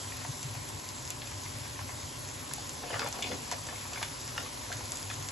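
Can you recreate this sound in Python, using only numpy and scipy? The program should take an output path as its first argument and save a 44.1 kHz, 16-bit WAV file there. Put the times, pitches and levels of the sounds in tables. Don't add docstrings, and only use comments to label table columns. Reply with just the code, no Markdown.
import sys
import numpy as np
from scipy import signal
from scipy.fft import rfft, irfft
from scipy.io import wavfile
from scipy.ndimage import uniform_filter1d

SR = 44100
rng = np.random.default_rng(int(sys.argv[2]) if len(sys.argv) > 2 else 0)


def boost(x):
    u = np.asarray(x, float) / 20
    return 10 ** u


def generate_wav(sig):
    pcm = np.round(np.clip(np.atleast_2d(sig).T, -1, 1) * 32767).astype(np.int16)
    wavfile.write(sys.argv[1], SR, pcm)


N = 234303

# frequency in Hz, level in dB.
BURST_COLOUR = [(60, -49), (300, -22.5), (900, -5), (2000, -7.5), (3500, -0.5), (5000, 0.87), (6800, 4),
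                (8500, 5.5), (9800, -1), (11000, 0.6), (11700, -3), (12100, -36), (12700, -50),
                (14000, -73)]
# frequency in Hz, level in dB.
SCATTER_COLOUR = [(300, -0.5), (2000, 5.5), (3000, -3), (3900, -7), (5300, -6), (6300, -15.5), (7000, -23),
                  (9000, -38), (12000, -17.5)]
RIM_S, RIM_DB = 0.0014, -10


def evened(x):
    return x / np.sqrt(np.mean(x ** 2) + 1e-20)


def read(points, hz):
    f, value = np.transpose(points)
    return np.interp(np.log(hz + 1), np.log(f + 1), value)


def follow(rows):
    s, db = np.transpose(rows)
    return boost(np.interp(np.arange(N) / SR, s, db, left=-120))


def add(mix, s, sound):
    part = mix[round(s * SR):][:len(sound)]
    part += sound[:len(part)]


def colour(points):
    log_gain = np.log(boost(read(points, abs(np.fft.fftfreq(2048, 1 / SR)))))
    return np.fft.ifft(np.exp(np.conj(signal.hilbert(log_gain)))).real[:1024]


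def resonate(x, hz, width):
    pole = np.exp((2j * np.pi * hz - np.pi * width) / SR)
    return 2 * signal.lfilter([1 - abs(pole)], [1, -pole], x).real


def clicks(per_s, spread_db):
    chance, size, sign = rng.random(N), rng.exponential(1, N), rng.choice([-1., 1.], N)
    return (chance < per_s / SR) * boost(spread_db * np.minimum(size, 6)) * sign


def patchy(x, patchy_db):
    z = signal.stft(x, nperseg=512)[2]
    field = uniform_filter1d(rng.standard_normal(z.shape[-2:]), size=8, axis=0)
    field = evened(uniform_filter1d(field, size=12, axis=1))
    return signal.istft(z * boost(patchy_db * field), nperseg=512)[1][..., :N]


def scatter(x, t60, points):
    t = np.arange(SR // 4) / SR
    tail = rng.standard_normal((2, len(t))) * boost(-60 * t / t60) * (t > .001)
    tail = signal.fftconvolve(tail / np.linalg.norm(tail[0]), colour(points)[None], axes=1)
    return signal.fftconvolve(x[None], tail, axes=1)[:, :N]


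def throb():
    # middle in seconds, level in dB, pitch in Hz.
    gusts = [(0.167, -38, 104), (0.301, -33, 130), (0.46, -31.5, 134), (.53, -37, 109), (0.569, -36, 118),
             (0.749, -42, 113), (1.258, -41.5, 109), (1.551, -43, 109), (1.73, -53, 106), (1.821, -47, 102),
             (2.048, -36.5, 100), (2.173, -40, 102), (2.743, -51, 115), (2.96, -35, 106), (3.33, -36, 96),
             (3.98, -45, 104), (4.3, -44, 114), (4.763, -38, 109), (4.907, -42, 114)]
    t, gust_s = np.arange(N) / SR, 0.014
    return sum(boost(db) * np.exp(-((t - s) / gust_s) ** 2) * np.cos(2 * np.pi * hz * (t - s))
               for s, db, hz in gusts)


def hood():
    # frequency in Hz, level in dB.
    air_colour = [(15, -44), (25, 6), (69, 3), (102, -9), (205, -58), (245, -15), (405, -7), (430, -13),
                  (592, -10), (642, -19), (1020, -12.5), (1220, -31.5), (3000, -51), (3900, -73),
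                  (6600, -119)]
    # pitch in Hz, width in Hz, level in dB.
    duct_modes = [(236.5, 149, -53.5), (395.5, 6.3, -67.5), (610.5, 26, -66), (714, 190, -68.5),
                  (1082, 200, -65)]
    # pitch in Hz, width in Hz, level in dB.
    boom_modes = [(99.3, 18.4, -5), (118, 13, -8), (142.4, 21.8, -9), (82.8, 35, -14)]
    # frequency in Hz, left-right likeness as a share.
    likeness = [(30, .8), (60, 1), (130, 0.94), (270, 0.57), (590, 0.16), (1250, 1), (2670, -1.1),
                (12200, -0.25)]
    # frequency in Hz, lead at the left port in radians.
    swirl = [(800, 0.042), (1300, 1.3), (1800, 1.5), (2500, 0.9), (3300, .1)]
    common, own = rng.standard_normal((2, N))
    hz = np.fft.rfftfreq(N, 1 / SR)
    same = np.clip(read(likeness, hz), -1, 1)
    shared = same * np.exp(-1j * read(swirl, hz)) * rfft(common)
    air = np.array([common, irfft(shared + np.sqrt(1 - same ** 2) * rfft(own), N)])

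    def ring(modes):
        return sum(boost(db) * evened(resonate(resonate(air, f, width), f, width)) for f, width, db in modes)

    rush = boost(-49) * evened(irfft(rfft(air) * boost(read(air_colour, hz)) * hz / (hz + 220), N))
    return rush + ring(duct_modes) + boost(-48) * evened(ring(boom_modes)) + throb()


def squeeze():
    # start in seconds, hold in seconds, level in dB.
    squeezes = [
        (2.818, 0.041, -47.5),
        (2.894, 0.165, -45.5),
        (3.13, 0.12, -50.5),
        (3.245, 0.023, -51.5),
        (3.282, 0.037, -47.5),
        (3.404, 0.11, -59),
        (3.635, 0.15, -59),
        (3.907, 0.02, -61),
        (4.336, 0.077, -50.5),
    ]
    t, grip_s, let_go_s = np.arange(N) / SR, 0.022, 0.01
    effort = boost(-56.5) * (t > 2.4)
    for s, hold, db in squeezes:
        grip = np.clip((t - s) / grip_s, 0, 1)
        effort = effort + boost(db) * grip * np.exp(-np.maximum(t - s - grip_s - hold, 0) / let_go_s)
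    return effort


def bag():
    # start in seconds, peak in dB, low and high pocket in Hz.
    buckles = [(0.549, -40, 790, 1960), (1.652, -40.5, 880, 1860), (1.891, -37, 900, 2000),
               (2.582, -36.5, 800, 3400), (2.836, -38, 620, 1300), (2.874, -44, 746, 2600),
               (2.902, -36, 740, 1460), (2.941, -31.5, 820, 1300), (3.024, -34, 1300, 1780),
               (3.062, -30.5, 930, 1300), (3.045, -35.5, 585, 860), (4.7, -38, 700, 1050),
               (3.172, -41, 580, 870), (3.725, -40.5, 800, 1040), (3.245, -39.5, 270, 760),
               (3.14, -44, 880, 1000), (3.19, -39, 710, 1200), (4.399, -41, 870, 1200),
               (3.317, -37, 740, 1850), (3.523, -34, 704, 2000), (3.534, -38, 680, 2000),
               (3.515, -36, 930, 1540), (3.075, -36.5, 690, 2200), (3.851, -40, 1040, 2000),
               (4.458, -38.5, 1040, 2600), (4.807, -41, 850, 2300)]
    # start in seconds, peak in dB, low and high pocket in Hz.
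    cracks = [(1.456, -42.5, 970, 2040), (1.79, -38, 990, 1890), (2.928, -38.5, 730, 1950),
              (2.959, -35.5, 670, 1310), (2.993, -35, 1470, 4270), (3.223, -37, 3200, 2860),
              (3.246, -38, 2407, 3060), (3.687, -39.5, 1030, 1720), (4.717, -38, 1520, 1870),
              (4.728, -45, 1900, 2720), (5.099, -40, 890, 1690)]
    # start in seconds, peak in dB, low and
    # high pocket in Hz.
    further_pops = [(2.511, -39.5, 1000, 1550), (1.314, -45, 1050, 1700), (1.811, -41.5, 780, 1220),
                    (4.015, -39, 800, 1140), (3.209, -46, 770, 3000), (3.706, -45, 600, 2500),
                    (3.811, -43, 1000, 1900), (4.046, -49, 1100, 1500), (3.922, -46, 750, 1000),
                    (3.977, -43, 870, 3400), (4.013, -40, 1500, 3500), (5.03, -53, 1100, 1900)]
    # frequency in Hz, level in dB.
    crumple_colour = [(88, -19), (173, 9), (330, -7), (500, -3.5), (750, -4.5), (1080, -8), (1900, -14),
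                      (2600, -14.5), (7000, -12), (9100, -67)]
    events = [(*row, 0.025, -3.5) for row in buckles]
    events += [(*row, 0.036, 1) for row in cracks]
    events += [(*row, 0.027, -0.5) for row in further_pops]
    out, t = np.zeros(N), np.arange(6000) / SR
    counter_s, counter_db = 0.001676, -16.5
    width = 0.34
    all_slips = rng.standard_normal((len(events), len(t)))
    for (s, db, low_hz, high_hz, t60, edge_db), slips in zip(events, all_slips):
        flurry = slips ** 3 * boost(-60 * t / t60)
        flurry[0] = 11
        flurry = flurry + boost(counter_db) * np.roll(flurry, round(counter_s * SR))
        low = resonate(resonate(flurry, low_hz, width * low_hz), low_hz, width * low_hz)
        high = resonate(resonate(flurry, high_hz, width * high_hz), high_hz, width * high_hz)
        third_pocket = resonate(flurry, 1.22 * high_hz, 400)
        edge = resonate(flurry, 2200, 1600) + boost(27) * third_pocket
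        bright = high / abs(high).max() + boost(-1.0) * edge / abs(edge).max()
        add(out, s + .0005, boost(db - 1.0) * (low / abs(low).max() + boost(edge_db) * bright))
    crackle = evened(signal.oaconvolve(clicks(per_s=2500, spread_db=3.5), colour(crumple_colour))[:N])
    out = out + boost(-2.5) * squeeze() * patchy(crackle, patchy_db=3.5)
    body_in_the_way = [(100, -20.0), (300, 5.5), (5000, 3.0), (8000, -12.0), (11000, -39)]  # (Hz, dB)
    return signal.oaconvolve(out, colour(body_in_the_way))[:N]


def snap_through():
    # start in seconds, peak in dB, then low, middle and high pocket in Hz.
    snaps = [(0.1216, -30.5, 1820, 1950, 2420), (0.2478, -29.5, 750, 980, 1940),
             (0.251, -24.5, 740, 950, 994), (1.2182, -32, 3330, 3840, 4300), (1.219, -33, 1700, 2200, 2750),
             (1.2725, -33, 2520, 3580, 4500), (2.9071, -31.5, 694, 1760, 3000),
             (2.961, -35, 700, 1750, 3020), (2.954, -32, 1820, 2880, 3280),
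             (2.942, -25.5, 1220, 1970, 2920), (2.934, -32, 1000, 1500, 1910),
             (2.9942, -32, 1310, 1690, 3260), (2.996, -24, 790, 1510, 2590), (3.007, -33, 1290, 1810, 2320),
             (3.033, -33, 1090, 1600, 2100), (3.0184, -27.5, 1360, 1730, 2180),
             (3.2237, -24, 2320, 3300, 3600), (3.228, -28.5, 3200, 3450, 2660),
             (3.242, -24, 2260, 2490, 3500), (3.2462, -37, 2280, 2940, 3400),
             (3.318, -28.5, 1410, 2150, 3430), (3.5145, -29, 950, 1170, 2050),
             (3.9335, -31, 2600, 2780, 4580), (3.959, -28, 1500, 1650, 2230),
             (3.9745, -27, 860, 2140, 2370), (4.028, -21.5, 920, 1570, 2320),
             (4.028, -25.5, 1760, 1900, 2860), (4.0335, -32, 2400, 3340, 3480),
             (4.7178, -30, 1420, 1600, 1910), (4.7265, -31, 1780, 2030, 4340),
             (4.73, -41, 1900, 2280, 3120), (5.1005, -28.5, 2500, 3300, 3600),
             (5.105, -47, 1800, 1980, 2500), (5.112, -29, 1260, 1460, 1890),
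             (4.3789, -20.5, 1380, 1840, 2840), (4.3784, -26, 870, 3660, 5470),
             (4.3835, -40, 1760, 2780, 3600)]
    out, t = np.zeros(N), np.arange(1500) / SR
    for (s, db, *pockets), rattle in zip(snaps, rng.standard_normal((len(snaps), len(t)))):
        slip = boost(-50 - 60 * t / 0.032) * rattle
        slip[0] = 1
        ring = sum((-1) ** k * resonate(slip, hz, 96) for k, hz in enumerate(pockets))
        ring = ring + boost(-16) * resonate(slip, np.mean(pockets), 2000) / 3
        add(out, s, boost(db) * ring / abs(ring).max())
    return out


def mist():
    # start in seconds, peak in dB, pitch in Hz.
    finest = [(0.1685, -42, 11500), (0.5412, -40, 11500), (0.604, -45, 11300), (0.6888, -40, 11300),
              (1.1029, -36, 11600), (1.571, -41, 10800), (1.5844, -37, 10400), (2.1914, -35, 10500),
              (2.4304, -39, 11200), (2.5346, -26, 10900), (2.5601, -36, 11000), (2.6923, -36, 10400),
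              (3.043, -49, 11300), (3.043, -34, 10600), (3.0864, -33, 11200), (3.2081, -33, 10500),
              (3.5129, -38, 11000), (4.0317, -33, 10300), (4.4254, -41, 11300), (4.4654, -40, 10600),
              (4.717, -45, 10500), (4.9067, -36, 11100), (5.027, -41, 11300)]
    out, tick = np.zeros(N), np.zeros(300)
    tick[[0, round(RIM_S * SR)]] = 1, boost(RIM_DB)
    for s, db, hz in finest:
        ring = resonate(resonate(tick, hz, 1000), hz, 1000)
        add(out, s + 0.0011, boost(db) * ring / abs(ring).max())
    return out


def spits():
    # start in seconds, peak in dB, pitch in Hz, brightness from 0 to 1.5.
    spit_events = [(0.429, -35, 7600, 0.3), (0.6892, -42, 7140, 1), (0.8887, -35.5, 5530, 1),
                   (1.0516, -40, 7400, 0.4), (1.3415, -45, 6480, 0.5), (2.288, -40, 6810, 0.5),
                   (3.82, -51, 4960, 0.2), (4.047, -43, 5500, 0.2), (1.076, -38, 6930, 0.3),
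                   (1.1038, -32.5, 7000, 0.6), (1.108, -39, 3000, 0.2), (1.435, -42, 6810, 0.8),
                   (2.536, -31.5, 7360, 1), (2.6931, -35.5, 6780, 1), (2.994, -33, 4740, 0),
                   (3.073, -36, 7200, 0.3), (3.1265, -33.5, 6040, 0.2), (3.2241, -33, 7000, 0.5),
                   (3.5139, -31, 6700, 0), (3.5212, -35.5, 6800, 0.4), (3.525, -37, 5600, 0.1),
                   (3.5238, -35.5, 4500, 0.3), (0.1691, -40, 6300, 0.7), (3.668, -38, 7000, 0.6),
                   (3.672, -43, 7000, 0.7), (3.933, -36, 6460, 0), (4.0285, -32.5, 3460, 0.3),
                   (4.035, -46, 5600, 0.3), (4.2146, -41, 5700, 0.5), (4.277, -37.5, 6260, 0.4),
                   (4.3793, -44, 5400, 0), (4.726, -36, 7300, 0.7), (4.769, -39, 6800, 0.3),
                   (4.856, -40, 7410, 0.8), (4.9195, -30.5, 7800, 0.8), (4.9566, -36, 6970, 0.9),
                   (4.971, -36, 7660, 1), (5.099, -43.5, 5400, 0.3), (5.027, -42, 7200, 0.3),
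                   (5.14, -37, 7320, 0.3), (5.225, -39, 6640, 0.7), (5.287, -32.5, 6770, 0.08)]
    out, t, spray_t60_s = np.zeros(N), np.arange(2600) / SR, 0.096
    burst = (colour(BURST_COLOUR)[:32] * np.hanning(64)[32:])[::-1]
    sprays = rng.standard_normal((len(spit_events), len(t)))
    for (s, db, hz, bright), spray in zip(spit_events, sprays):
        drive = boost(-29.5 - 60 * t / spray_t60_s) * spray
        drive[[0, round(RIM_S * SR)]] = 1, boost(RIM_DB)
        dullness = np.clip(.7 - bright, -.8, .8)
        pop = signal.lfilter([1], [1, -dullness], np.convolve(drive, burst))
        pop = pop + boost(3.0) * resonate(pop, hz, 0.22 * hz)
        add(out, s + .0001, boost(db + 14.0) * pop / abs(pop).max())
    return out


def bubbles():
    tiny = evened(clicks(per_s=14000, spread_db=2.5))
    big = evened(clicks(per_s=600, spread_db=-0.5))
    return evened(signal.oaconvolve(tiny + boost(-17.5) * big, colour(BURST_COLOUR))[:N])


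def droplets():
    pitches = np.geomspace(1300, 6000, num=10)
    return evened(sum(resonate(clicks(per_s=12, spread_db=3), hz, 0.055 * hz) for hz in pitches))


def sizzle():
    # time in seconds, level in dB.
    strength = [
        (0.0, -50.5),
        (1.1, -53),
        (1.6, -51),
        (1.85, -52),
        (2.6, -52),
        (4.3, -51),
        (5.31, -51),
    ]
    # time in seconds, level in dB.
    turn_levels = [
        (0, 5),
        (2.0, 5),
        (2.4, 5),
        (4.6, 5),
        (5.31, 4.5),
    ]
    noise = rng.standard_normal(N)
    flicker = evened(signal.lfilter([1], [1, -np.exp(-2 * np.pi * 14 / SR)], noise))
    boil = follow(strength) * boost(6.5 + 0.27 * flicker)
    direct = patchy(bubbles(), patchy_db=1.5) + boost(-16.5) * droplets()
    two_fields = np.array([bubbles(), bubbles()])
    around = signal.oaconvolve(two_fields, colour(SCATTER_COLOUR)[None], axes=1)[:, :N]
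    return boil * direct, boil * follow(turn_levels) * patchy(around, patchy_db=1.2)


def scene():
    # frequency in Hz, lag in cycles.
    port_lag = [(0, 0.18), (2500, -0.03), (4000, 0), (5500, 0.16), (6900, 0.0), (9050, 0.549),
                (11000, 0.89), (14000, 1.25)]
    (direct, around), pops, film, snap = sizzle(), spits() + mist(), bag(), snap_through()
    cycles = np.interp(np.fft.rfftfreq(N, 1 / SR), *np.transpose(port_lag))
    late = irfft(rfft(direct + pops) * np.exp(-2j * np.pi * cycles), N)
    pan = np.array([late, direct + pops]) + around + boost(1.0) * scatter(pops, 0.093, SCATTER_COLOUR)
    room_colour = [(200, -2.0), (3000, 6.5), (9000, 7), (14000, -68)]  # (Hz, dB)
    kitchen = boost(-6.0) * scatter(film + boost(-3.5) * snap, 0.16, room_colour)
    return pan + boost(-1.5) * film + boost(-1.5) * snap + kitchen + hood()


def thinned(x):
    # frequency in Hz, depth under the other channel in dB.
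    drop_depth = [(2000, 25), (3200, 6), (3900, 2.5), (4600, 6.5), (5500, 6), (6100, 6), (6700, 11),
                  (7400, 3), (9000, 5), (10300, 0), (11500, 1.5)]
    # middle in seconds, length in seconds.
    whole_attacks = [
        (.69, .04),
        (1.103, .012),
        (2.536, .022),
        (3.516, .03),
        (4.92, .045),
        (5.29, .025),
    ]
    frame_start = 495
    window = np.sin(np.pi * (np.arange(2048) + .5) / 2048)
    sum_and_difference = np.roll([x[0] + x[1], x[0] - x[1]], -frame_start, axis=1)
    hz, t, z = signal.stft(sum_and_difference, SR, window, 2048, 1024)
    power = abs(z) ** 2
    near = uniform_filter1d(power, size=10, axis=1)
    wide = uniform_filter1d(power, size=32, axis=1)
    vary_db = 2.2 * np.repeat(rng.standard_normal((65, len(t))), 16, axis=0)[:len(hz)]
    swamped = near * boost(2 * (read(drop_depth, hz)[:, None] + vary_db)) < wide[::-1]
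    faint = (near < boost(2 * -88)) & (hz > 9000)[:, None]
    kept = uniform_filter1d(1. * ~(swamped | faint), size=7, axis=1) > .5
    kept = kept & ((power > near * boost(2 * -6)) | (hz < 1100)[:, None])
    back = signal.istft(z * kept, SR, window, 2048, 1024)[1][:, :N]
    mid, side = np.roll(back, frame_start, axis=1)
    whole = np.zeros(N)
    for s, length in whole_attacks:
        add(whole, s - length / 2, signal.windows.tukey(round(length * SR), .5))
    return whole * x + (1 - whole) * np.array([mid + side, mid - side]) / 2


def band_limit(x):
    return signal.sosfilt(signal.butter(12, 12800, fs=SR, output="sos"), x)


def record(dry):
    # frequency in Hz, level in dB.
    microphone = [(20, -16), (50, -0.5), (12000, 1), (12500, -12), (13000, -40)]
    # frequency in Hz, left minus right in dB.
    lean = [(60, 1.5), (130, 2.5), (270, -1.0), (590, 2.5), (1250, 1.0), (2670, 1.5), (5710, 1.0),
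            (12200, 0.0)]
    hz = np.fft.rfftfreq(N, 1 / SR)
    response_db = read(microphone, hz) + np.outer([.5, -.5], read(lean, hz))
    mix = thinned(irfft(rfft(dry) * boost(response_db), N))
    return band_limit(mix)


dry = scene()
out = record(dry)
generate_wav(out)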